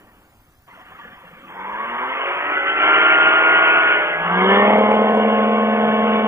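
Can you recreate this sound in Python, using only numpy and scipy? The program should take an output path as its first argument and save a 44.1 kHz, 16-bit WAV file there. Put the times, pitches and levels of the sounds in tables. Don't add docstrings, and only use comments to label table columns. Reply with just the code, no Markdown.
import sys
import numpy as np
from scipy import signal
from scipy.fft import rfft, irfft, next_fast_len
from scipy.io import wavfile
from scipy.ndimage import uniform_filter1d, map_coordinates

SR = 44100
rng = np.random.default_rng(int(sys.argv[2]) if len(sys.argv) > 2 else 0)


def natural_amplitude(level_db):
    exponent = np.asarray(level_db, float) / 20
    return 10 ** exponent


def unload_wav(signal):
    wavfile.write(
        sys.argv[1],
        SR,
        np.round(np.clip(np.atleast_2d(signal).T, -1, 1) * 32767).astype(np.int16),
    )


N = 276507

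# (time [s], crank turns [Hz], blade passes [Hz])
SHAFT_SPEEDS = [(1.4, 41.2, 30.75), (1.5, 43.01, 32.1), (1.6, 46.45, 34.71), (1.8, 55.32, 41.34),
                (2.0, 62.3, 46.42), (2.2, 67.75, 50.34), (2.45, 72.6, 53.95), (2.75, 76.0, 56.47),
                (3.1, 78.8, 58.55), (3.6, 80.7, 59.96), (4.15, 82.15, 60.98), (4.25, 84.4, 62.35),
                (4.5, 97.5, 71.6), (4.6, 101.67, 74.25), (4.7, 104.0, 75.52), (4.8, 105.73, 76.68),
                (5.1, 107.06, 77.66), (5.8, 107.93, 78.52)]
# (time [s], level [dB])
LOUDNESS = [(0, -48), (.662, -59.5), (.68, -45.5), (1.06, -41), (1.43, -42.5), (1.61, -30.5), (1.94, -25.5),
            (2.2, -23.5), (2.77, -21.5), (2.88, -15), (3.6, -15.5), (3.96, -16.5), (4.17, -20.5),
            (4.33, -13.5), (4.52, -7.5), (4.74, -11), (4.88, -13), (5.2, -14.5), (5.5, -16), (6.22, -16.5),
            (6.27, -16.5)]
# (time [s], stage [number])
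THROTTLE_STAGE = [(0, 0.27), (.66, 0.54), (.672, 1.32), (1.45, 1.11), (1.6, 2.04), (2.1, 2.28), (2.6, 3.17),
                  (2.82, 3.02), (3.2, 3.015), (3.8, 3), (4.2, 3.24), (4.3, 3.68), (4.45, 4), (4.72, 4.6),
                  (4.87, 4.75), (5.35, 4.89), (5.52, 5.52), (6.27, 4.96)]
# (stage [number], level [dB])
TONE_SHARE = [(.5, -20), (1, -24), (1.5, -4), (2, -4.5), (3, 2.4), (4, -4.5), (5, 1.5)]
# (stage [number], level [dB])
RUSH_SHARE = [(2.4, -2), (3, -2), (3.5, -5), (3.999, -9.5), (4.501, -7.5), (4.798, -12.5), (5, -9)]
TONE_STAGES = [
    2.1,
    2.6,
    3,
    3.12,
    3.5,
    4,
    4.55,
    4.8,
    5,
]
# (crank multiple [number], level at each of the nine stages [dB])
EXHAUST_TONES = [(2, -5.5, -30.5, -36.5, -35, -20, -3.5, -8.0, -6.5, -4.5),
                 (3, -24, -50, -40, -41, -36, -31, -30, -50, -49),
                 (4, -9.5, -29, -21.5, -23, -30, -5.5, -14.5, -14, -15.0),
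                 (5, -32, -25, -25.0, -24.5, -29.5, -26.5, -18.0, -16.5, -27),
                 (6, -30, -24.5, -23.5, -37.5, -32, -18, -7.5, -13, -13.5),
                 (7, -37, -31, -30, -39, -48, -38, -30.5, -20, -25.5),
                 (8, -17.5, -9, -17.5, -26, -26.5, -15, -11, -18, -20.5),
                 (9, -26, -18, -21.5, -32, -26.5, -29, -24, -40.5, -36),
                 (10, -13, -18, -19.5, -22.5, -14, -10, -17.5, -12.0, -11.5),
                 (11, -32, -24, -28.5, -21, -20, -17, -18.5, -30.5, -27.5),
                 (12, -17, -17, -21, -28, -19, -18, -25, -21.5, -27.0),
                 (13, -35, -26, -18, -36.5, -10.5, -15.5, -34.5, -39, -43.5),
                 (14, -21.5, -14.5, -18, -26.5, -22.0, -33.5, -34, -19, -20.5),
                 (15, -27, -24.5, -17, -29, -32.5, -34.5, -30, -43.5, -47),
                 (16, -20.5, -11.5, -16, -27.5, -18, -19, -30, -34.5, -26),
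                 (17, -33, -27, -23, -33.5, -30, -21.5, -27, -26.5, -29.5),
                (18, -8, -11.5, -25.5, -32.5, -27.5, -19, -24.5, -35.5, -43),
                (19, -24, -35, -31.5, -29, -37.5, -31, -26, -29, -42.5),
                (20, -4.5, -13.5, -16.5, -7, -15, -32, -22.5, -24, -29),
                (21, -27, -25, -24.5, -31, -39, -31, -16.5, -25.5, -21.5),
                (22, -10.5, -14, -22.5, -23, -46.5, -25, -41, -39, -44),
                (23, -34, -28, -24.5, -28.5, -47.5, -30, -41, -36, -50.5),
                (24, -20, -14.5, -29, -30.5, -30.5, -29.5, -41.5, -41, -32.5),
                (25, -31.5, -26.5, -22, -17.5, -42, -48, -42.5, -38.5, -37),
                (26, -18, -17, -28.5, -24.5, -34, -41.5, -36.5, -24, -27),
                (27, -36, -28, -20, -8.5, -48, -33, -42.5, -39.5, -30),
                (28, -13, -19, -19.5, -45, -43, -36, -36.5, -31.5, -36),
                (29, -33.5, -31, -27.5, -30, -40.5, -39.5, -40.5, -44.5, -50.5),
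                (30, -16, -21.0, -29, -30.5, -39, -35.5, -44, -44.5, -45.5),
                (31, -31, -28, -33.5, -33, -35.5, -45, -56.5, -54.5, -55),
                (32, -14, -10, -36.5, -35.5, -47.5, -33.5, -45.5, -50, -34),
                (33, -27, -19.5, -34, -24.5, -43, -42.5, -46, -60.5, -61),
                (34, -18, -28.0, -36.5, -35, -25, -37, -55.5, -60, -59)]
# (blade-pass multiple [number], level at each of the nine stages [dB])
BLADE_TONES = [(3, -48, -45, -38, -36, -18.5, -17, -16, -18.0, -17.5),
               (4, -31, -51, -40.5, -46.5, -32.5, -25, -23, -26, -32.5),
               (5, -23, -45, -33, -32, -37, -32.5, -25.5, -26.5, -27),
               (6, -49, -40, -24.5, -27.0, -27, -14.5, -19, -13, -12.5),
               (7, -44, -16.5, -22, -18.5, -28, -10, -15.5, -13.5, -14.5),
               (8, -14, -21.5, -27.5, -22, -21, -30, -20.5, -17.5, -19.5),
               (9, -23, -15.5, -31, -24.5, -25.5, -30, -10.5, -13.5, -12),
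               (10, -36, -18, -32, -13, -18.5, -21.5, -13.5, -16.5, -22.5),
               (11, -21.5, -18.5, -21.5, -28, -22, -12, -28.5, -16, -22.5),
               (12, -36, -26, -24.5, -31, -26, -28, -16.5, -19.5, -30),
               (13, -35, -27.5, -25, -27.5, -33, -31, -33.5, -19, -34.5),
               (14, -19, -21, -25, -30, -33.5, -28.5, -33, -29, -30),
               (15, -25, -16, -25, -27.5, -22.5, -13, -18, -40.5, -29),
               (16, -35, -25.5, -22, -30, -31.5, -32.5, -33, -40.5, -33.5),
               (17, -38, -24.5, -27, -36, -27, -26, -33, -42, -44),
               (18, -34, -18, -20, -29, -37, -38.0, -31, -32, -46),
               (19, -33, -22, -23, -28, -24, -35, -33.5, -34, -26.5),
               (20, -35, -29, -34, -34.5, -40, -34.5, -32, -35.5, -38),
               (21, -31, -34, -19.5, -32.5, -43, -41, -47.5, -42, -40.5),
               (22, -27, -25, -34.5, -29.5, -40, -25.5, -24.5, -35.5, -21.5)]
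UNEVEN_BLADES = [(4, 0), (4.5, .8), (4.7, .6), (4.82, .35), (5, .15)]
# (frequency [Hz], level against the whole [dB])
BELT_WHINE = [(800, -20), (1150, -15), (1300, -7), (1385, -2), (1456, -2), (1468, -9), (1830, -12.5),
              (1890, -29)]
# (frequency [Hz], width [Hz], boost [dB])
FRAME_RESONANCES = [(400, 48, 2), (540, 68, 1), (686, 40, 2), (930, 42, 5.5), (1100, 37, 4.5),
                    (1580, 90, 6), (1810, 70, 2.5)]
RESONANCE_SHARE = [(2.8, 1), (2.98, 0), (3.14, 0), (3.4, 1), (4.3, 1), (4.55, 0)]
THROTTLE_GULP = [(3.12, 0), (3.25, .45), (3.7, .45), (3.95, 0.01)]
# (frequency [Hz], width [Hz], level [dB])
MUFFLER = [(161, 20, 9.5), (536, 69, 0), (740, 59, -15), (1166, 55, 15), (1860, 24, 0), (2350, 330, -27)]
# (time [s], peak [dB], ringing [Hz])
IDLE_POPS = [(0.678, -54, 700), (0.775, -50, 660), (0.809, -49, 740), (0.917, -49, 770), (0.994, -43, 930),
             (1.009, -59, 880), (1.05, -46, 487), (1.098, -51, 540), (1.238, -52, 520), (1.309, -53, 494),
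             (.679, -50, 1113), (.71, -50, 2060), (.735, -47, 1410), (.856, -55, 1190), (0.916, -46, 1050),
             (0.947, -44, 1280), (.988, -44, 1166), (1.012, -42, 1700), (1.046, -41.5, 1720),
             (1.073, -46, 1740), (1.005, -60, 170), (1.045, -52, 170), (1.106, -52, 169), (1.21, -59, 165),
             (1.25, -55, 165), (1.31, -56, 180), (1.39, -59, 170)]
# (frequency [Hz], level [dB per Hz])
AIR_COLOUR = [(60, -6), (130, 4), (200, 6), (300, 8), (450, 0.5), (700, 1), (1000, 2.5), (1400, -2),
              (1800, -18), (2200, -6), (2500, -12), (3000, -20), (3350, -21)]
# (frequency [Hz], level [dB per Hz])
IDLE_COLOUR = [(60, -24), (130, -15), (200, 0), (300, -4), (450, -8.5), (700, -6.5), (1000, -18),
               (1400, -0.5), (1800, -1), (2200, -7), (2500, -6.5), (3000, -6.5), (3350, -6.5)]
# (frequency [Hz], level [dB per Hz])
RUNUP_COLOUR = [(60, -30), (130, -22), (200, -18.5), (300, -18), (450, -8), (700, -9.5), (1000, 8.5),
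                (1400, -3.5), (1800, -2), (2200, 0), (2500, -14.5), (3000, -21), (3350, -9.5)]
# (frequency [Hz], level [dB per Hz])
PART_COLOUR = [(60, -29), (130, -28), (200, -24), (300, -29), (450, -19), (700, -11.5), (1000, -14.5),
               (1400, -4), (1800, -6.5), (2200, -6), (2500, -8), (3000, -7), (3350, -18.5)]
# (frequency [Hz], level [dB per Hz])
SURGE_COLOUR = [(60, -36.5), (130, -43.5), (200, -21), (300, -32.5), (450, -16), (700, -11), (1000, -5),
                (1400, -8), (1800, -15), (2200, -5.5), (2500, -28), (3000, -9), (3350, -14.5)]
# (frequency [Hz], level [dB per Hz])
FULL_COLOUR = [(60, -20), (130, -29), (200, -14.5), (300, -31.5), (450, -8), (700, -24), (1000, -13),
               (1400, -18.5), (1800, -20), (2200, -18.5), (2500, -23.5), (3000, -21.5), (3350, -22.5)]
# (time [s], level [dB])
STRUT_LEVEL = [
    (4.5, -120),
    (4.58, -45),
    (4.68, -28),
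    (5.16, -26),
    (5.3, -30),
    (5.44, -35),
    (5.52, -50),
    (5.6, -120),
]
# (frequency [Hz], likeness [0-1])
LIKENESS = [(100, 1), (500, 1), (2000, .95), (3300, .95)]
# (frequency [Hz], level [dB per Hz])
HISS_COLOUR = [(3000, -7), (4000, -2.5), (8000, -2), (12000, -2), (13000, -10), (15500, -16.5)]
# (frequency [Hz], level [dB per Hz])
BUZZ_COLOUR = [(3000, -27), (10000, -27), (12200, -24), (13100, -11), (13900, -28), (14500, -13),
               (14900, -1.5), (15400, -5)]
# (engine level [dB], low band [dB], middle band [dB])
FLOOR_DUCKING = [(-50, -70.5, -73), (-20.5, -69.5, -73), (-14, -76.5, -74.5), (-16, -81.5, -74.5)]
# (engine level [dB], extra level [dB])
LOWEST_BAND_HOLE = [(-42, 0), (-28, -30)]
# (time [s], length [s])
TREBLE_GAPS = [
    (2.936, 0.04),
    (3.041, .925),
    (4.574, 0.023),
    (4.768, .055),
    (4.833, 0.23),
    (5.097, .095),
    (5.22, .07),
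]
# (time [s], tick [dB], thump [dB], splatter [dB])
OVERLOADS = [
    (4.7103, -52, -64, -92.5),
    (4.7876, -49.5, -50, -63.5),
    (4.9203, -51.5, -42.5, -89),
    (4.952, -54, -49, -68),
    (5.0187, -57.5, -50, -84),
    (5.1054, -59, -51, -67.5),
    (5.1498, -50.5, -51.5, -96.5),
    (5.173, -52.5, -50, -68),
]

FRAME_RATE_HZ, FIRST_FRAME_S = 59.94, .00388
CAMERA_TOP_HZ = 3420
STRUT_HZ = 453.4
HARD_SLAP_S = 4.8125
SPLATTER_S = 0.029


def unit(x):
    return x / np.sqrt(np.mean(x ** 2) + 1e-20)


def along(points, hz):
    f, v = np.transpose(points)
    return np.interp(np.log(hz + 1), np.log(f + 1), v)


def by_value(x, table):
    return np.interp(x, *np.transpose(table))


def curves(rows):
    s, *columns = np.transpose(rows)
    t = np.arange(N) / SR
    return [np.interp(t, s, column) for column in columns]


def knots(rate):
    places = np.arange(N // 32 + 2) * 32 * min(rate, 100) / SR
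    return map_coordinates(rng.standard_normal(700), [places])


def fine(coarse):
    return np.interp(np.arange(N) / 32, np.arange(len(coarse)), coarse)


def wobble(rate):
    return fine(knots(rate))


def filtered(x, response):
    m = next_fast_len(N + 8192)
    return irfft(rfft(x, m) * response(np.fft.rfftfreq(m, 1 / SR)), m)[..., :N]


def highpass(hz, corner_hz, power):
    return hz ** power / (hz ** power + corner_hz ** power)


def resonance(hz, centre_hz, width_hz):
    return 1 / (1 + (2 * (hz - centre_hz) / width_hz) ** 2)


def noise(spectrum, patchy_db):
    z = signal.stft(rng.standard_normal(N), nperseg=1024)[2]
    patches = uniform_filter1d(rng.standard_normal(z.shape), size=6, axis=0)
    patches = uniform_filter1d(patches, size=4, axis=1)
    raw = signal.istft(z * natural_amplitude(patchy_db * unit(patches)), nperseg=1024)[1][:N]
    return unit(filtered(raw, lambda hz: natural_amplitude(along(spectrum, hz)) * (hz < 1.2 * spectrum[-1][0])))


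def preamp_hiss():
    shared = noise(HISS_COLOUR, patchy_db=4.0)
    opposite = noise(HISS_COLOUR, patchy_db=1.0) * [[1], [-1]]
    return natural_amplitude(-5.0) * (shared + 0.62 * opposite)


def frame_buzz():
    at = np.arange(FIRST_FRAME_S, N / SR, 1 / FRAME_RATE_HZ)
    spikes = np.zeros(N)
    spikes[np.round(at * SR).astype(int)] = natural_amplitude(1.2 * rng.standard_normal(len(at)))
    smear = np.hanning(70) * (1 + .8 * rng.standard_normal(70))

    def colour(hz):
        return natural_amplitude(along(BUZZ_COLOUR, hz)) * (hz > 2500)

    sharp = unit(filtered(spikes, colour))
    smeared = unit(filtered(np.convolve(spikes, smear, "same"), colour))
    return unit(sharp + 0.55 * smeared) + natural_amplitude(-7.0) * noise(BUZZ_COLOUR, patchy_db=2.5)


def camera_floor():
    floor = preamp_hiss() + frame_buzz()
    edges_hz = (3300, 5000, 7000, 12800, 15400)
    bands = [unit(filtered(floor, lambda hz: (hz > lo) & (hz <= hi)))
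             for lo, hi in zip(edges_hz, edges_hz[1:])]
    t = np.arange(N) / SR
    muted = sum((t > s) & (t < s + length) for s, length in TREBLE_GAPS)
    engine_db = curves(LOUDNESS)[0]
    table_db, *ducked = np.transpose(FLOOR_DUCKING)
    low_db, middle_db = (np.interp(engine_db, table_db, db) for db in ducked)
    low_db = low_db - 6.0 - 25.5 * muted
    lowest_db = low_db + by_value(engine_db, LOWEST_BAND_HOLE)
    top_db = -69.5 - 47 * muted
    levels_db = lowest_db, low_db, middle_db, top_db
    return sum(natural_amplitude(db + 2.0) * band for db, band in zip(levels_db, bands))


def overloads():
    t = np.arange(N) / SR
    ticks, thumps, splatter = np.zeros((3, N))
    for s, tick_db, thump_db, splatter_db in OVERLOADS:
        splatter += natural_amplitude(splatter_db) * np.exp(-(2 * (t - s) / SPLATTER_S) ** 2)
        ticks[round(s * SR)] = natural_amplitude(tick_db + 17)
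        thumps[round(s * SR)] = natural_amplitude(thump_db + 46)

    def tick_colour(hz):
        tilt = 1.4 / (1 + (hz / 12500) ** 10) + .5 / (1 + (hz / 4800) ** 6)
        return (hz > 3600) * tilt * np.exp(-.5j * (hz / 4000) ** 2)

    ticks = np.convolve(ticks, np.hanning(90) * rng.standard_normal(90) / 5, "same")
    ticks = filtered(ticks, tick_colour)
    spray = filtered(rng.standard_normal(N), lambda hz: (hz > 3750) / (1 + (hz / 4700) ** 12))
    thumps = filtered(thumps, lambda hz: 1j * hz * 40 / (40 ** 2 - hz ** 2 + 1j * hz * 40))
    return ticks + splatter * unit(spray) + thumps


def rumble():
    colour = [(15, -5.0), (40, 0.5), (100, -1.0), (200, -14)]  # (frequency [Hz], level [dB per Hz])
    opposite = noise(colour, patchy_db=-1) * [[1], [-1]]
    return natural_amplitude(-60.0) * (noise(colour, patchy_db=-2.5) + .2 * opposite)


def camera():
    return camera_floor() + rumble() + overloads()


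def strut_hum(blade):
    level_db = curves(STRUT_LEVEL)[0] + wobble(12)
    hum = 2 * np.pi * STRUT_HZ * np.arange(N) / SR
    sidebands = [(-1, -10), (0, 0), (1, -6), (2, -9), (3, -10)]  # (turn-rate step [number], level [dB])
    shaken = sum(natural_amplitude(db) * np.cos(hum + k * np.pi * blade) for k, db in sidebands)
    return np.sqrt(2) * natural_amplitude(level_db) * shaken


def idle_pops():
    out = np.zeros(N)
    t = np.arange(SR // 10) / SR
    for s, db, hz in IDLE_POPS:
        decay = natural_amplitude(db + 10.5 - 60 * t / 0.072)
        attack = 1 - np.exp(-t / 0.0027)
        out[round(s * SR):][:len(t)] += decay * attack * np.sin(2 * np.pi * hz * t)
    return out


def gas_and_air_rush(stage, gain):
    colours = (IDLE_COLOUR, RUNUP_COLOUR, PART_COLOUR, SURGE_COLOUR, FULL_COLOUR)
    layers = [noise(AIR_COLOUR, patchy_db=.7)]
    layers += [noise(colour, patchy_db=3.0) for colour in colours]
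    idle = filtered(layers[1], lambda hz: 1 + sum(natural_amplitude(db) * resonance(hz, c, w) for c, w, db in MUFFLER))
    layers[1] = unit(unit(idle) * natural_amplitude(2.06 * (stage > .6) * wobble(55)))
    shares = [np.sqrt(np.clip(1 - abs(stage - k), 0, 1)) for k in range(len(layers))]
    rush = sum(share * layer for share, layer in zip(shares, layers))
    scattered = sum(share * np.roll(layer, SR) for share, layer in zip(shares, layers))
    gulp = np.clip(by_value(stage, THROTTLE_GULP), 0, 1)
    rush -= gulp * filtered(rush, lambda hz: highpass(hz, 1750, 12))
    return gain * rush, gain * scattered


def belt_whine(stage, loud_db, blade):
    teeth_hz = curves(SHAFT_SPEEDS)[0] * np.interp(stage, [2, 2.4], [18, 17.85])
    teeth = np.cumsum(teeth_hz) / SR
    strain = np.interp(stage, [2.6, 2.95, 3, 3.14, 3.5], [4, 2, 1, 1.6, 2.6])
    level_db = loud_db + along(BELT_WHINE, teeth_hz) + strain * wobble(45)
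    level_db += np.interp(stage, [2.6, 2.9, 3, 3.06, 3.128, 3.14, 3.6, 3.88, 4.03, 4.3],
                          [-2, -3, 1.5, .5, 0, -4, -6, -3, -10, -3])
    whine = np.sqrt(2) * natural_amplitude(level_db) * np.cos(2 * np.pi * teeth + 0.72 * strain * wobble(30))
    return whine * (1 + 0.084 * strain * np.cos(2 * np.pi * blade))


def shaft_tones(table, turns, stage, start, flutter_db, slip):
    stage = np.pad(stage[::32], (0, 1), "edge")
    unsteady = np.interp(stage, [2, 3, 3.5, 4.4, 4.7, 5], [.9, .8, .5, .5, .9, .75])
    early = np.append(stage[130:], np.full(130, stage[-1]))
    out = np.zeros(N)
    for step, ((_, *db), phase) in enumerate(zip(table, start)):
        order = round(table[0][0]) + step
        shake = unsteady * np.sqrt(np.clip(order, np.where(stage < 2.95, 11, 0), 14) / 10)
        level_db = np.interp(early if order < 2.5 else stage, TONE_STAGES, db)
        level_db += flutter_db * shake * (.5 * knots(13) + 0.85 * knots(40))
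        rocking_db = 1.9 * np.clip(order / 14, .3, 1.6) ** 2 * (order > 2.5)
        level_db += rocking_db * np.minimum(knots(5), .5)
        angle = 2 * np.pi * order * turns + phase + fine(slip * shake * knots(14))
        out += fine(natural_amplitude(level_db)) * np.cos(angle)
    return np.sqrt(2) * out


def exhaust(crank, blade, stage):
    table = EXHAUST_TONES
    start = rng.uniform(0, 2 * np.pi, len(table))
    pulses = shaft_tones(table, crank, stage, start, flutter_db=2.5, slip=.45)
    return pulses * (1 + 0.14 * np.cos(2 * np.pi * blade))


def propeller(blade, stage, uneven):
    start = 0.45 * rng.standard_normal(len(BLADE_TONES))
    return (1 + uneven) * shaft_tones(BLADE_TONES, blade, stage, start, flutter_db=3, slip=0.4)


def through_airframe(tones, stage):
    def ringing(hz):
        return natural_amplitude(sum(db * resonance(hz, c, w) for c, w, db in FRAME_RESONANCES) - 1.6)

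    return tones + by_value(stage, RESONANCE_SHARE) * (filtered(tones, ringing) - tones)


def engine():
    crank, blade = (np.cumsum(hz) / SR for hz in curves(SHAFT_SPEEDS))
    blade = blade - blade[round(HARD_SLAP_S * SR)]
    stage, loud_db = curves(THROTTLE_STAGE)[0], curves(LOUDNESS)[0]
    loud_db = np.where(stage > 2, uniform_filter1d(loud_db, size=2000), loud_db)
    uneven = np.clip(by_value(stage, UNEVEN_BLADES), 0, 1) * np.cos(np.pi * blade)

    tones = exhaust(crank, blade, stage) + propeller(blade, stage, uneven)
    tones *= natural_amplitude(loud_db + by_value(stage, TONE_SHARE))
    tones = through_airframe(filtered(tones, lambda hz: highpass(hz, 160, 8)), stage)

    depth = np.clip(stage / 2, 0, 1)
    chop = 1 + 0.096 * depth * np.cos(4 * np.pi * crank)
    chop *= 1 + 0.038 * depth * np.cos(2 * np.pi * blade)
    chop *= 1 + 0.15 * uneven
    gain = chop * natural_amplitude(loud_db + by_value(stage, RUSH_SHARE) + 0.34 * depth * wobble(12))
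    rush, scattered = gas_and_air_rush(stage, gain)
    return tones + belt_whine(stage, loud_db, blade) + idle_pops() + strut_hum(blade) + rush, scattered


def scene():
    direct, scattered = engine()
    direct /= (1 + abs(direct / .72) ** 5) ** (1 / 5)
    scattered = filtered(scattered, lambda hz: np.sqrt((1 - np.clip(along(LIKENESS, hz), 0, 1)) / 2))

    def port_response(hz):
        turn = .06 + 2 * np.pi * hz * 5.6 / SR
        delay = np.exp(-.5j * np.outer([1, -1], turn))
        return delay * highpass(hz, 75, 3) / np.sqrt(1 + (hz / CAMERA_TOP_HZ) ** 70)

    return filtered(direct + np.array([scattered, -scattered]), port_response) + camera()


def low_pass(x):
    return signal.sosfilt(signal.butter(12, 15350, fs=SR, output="sos"), x)


def record(dry):
    return low_pass(dry)


dry = scene()
out = record(dry)
unload_wav(out)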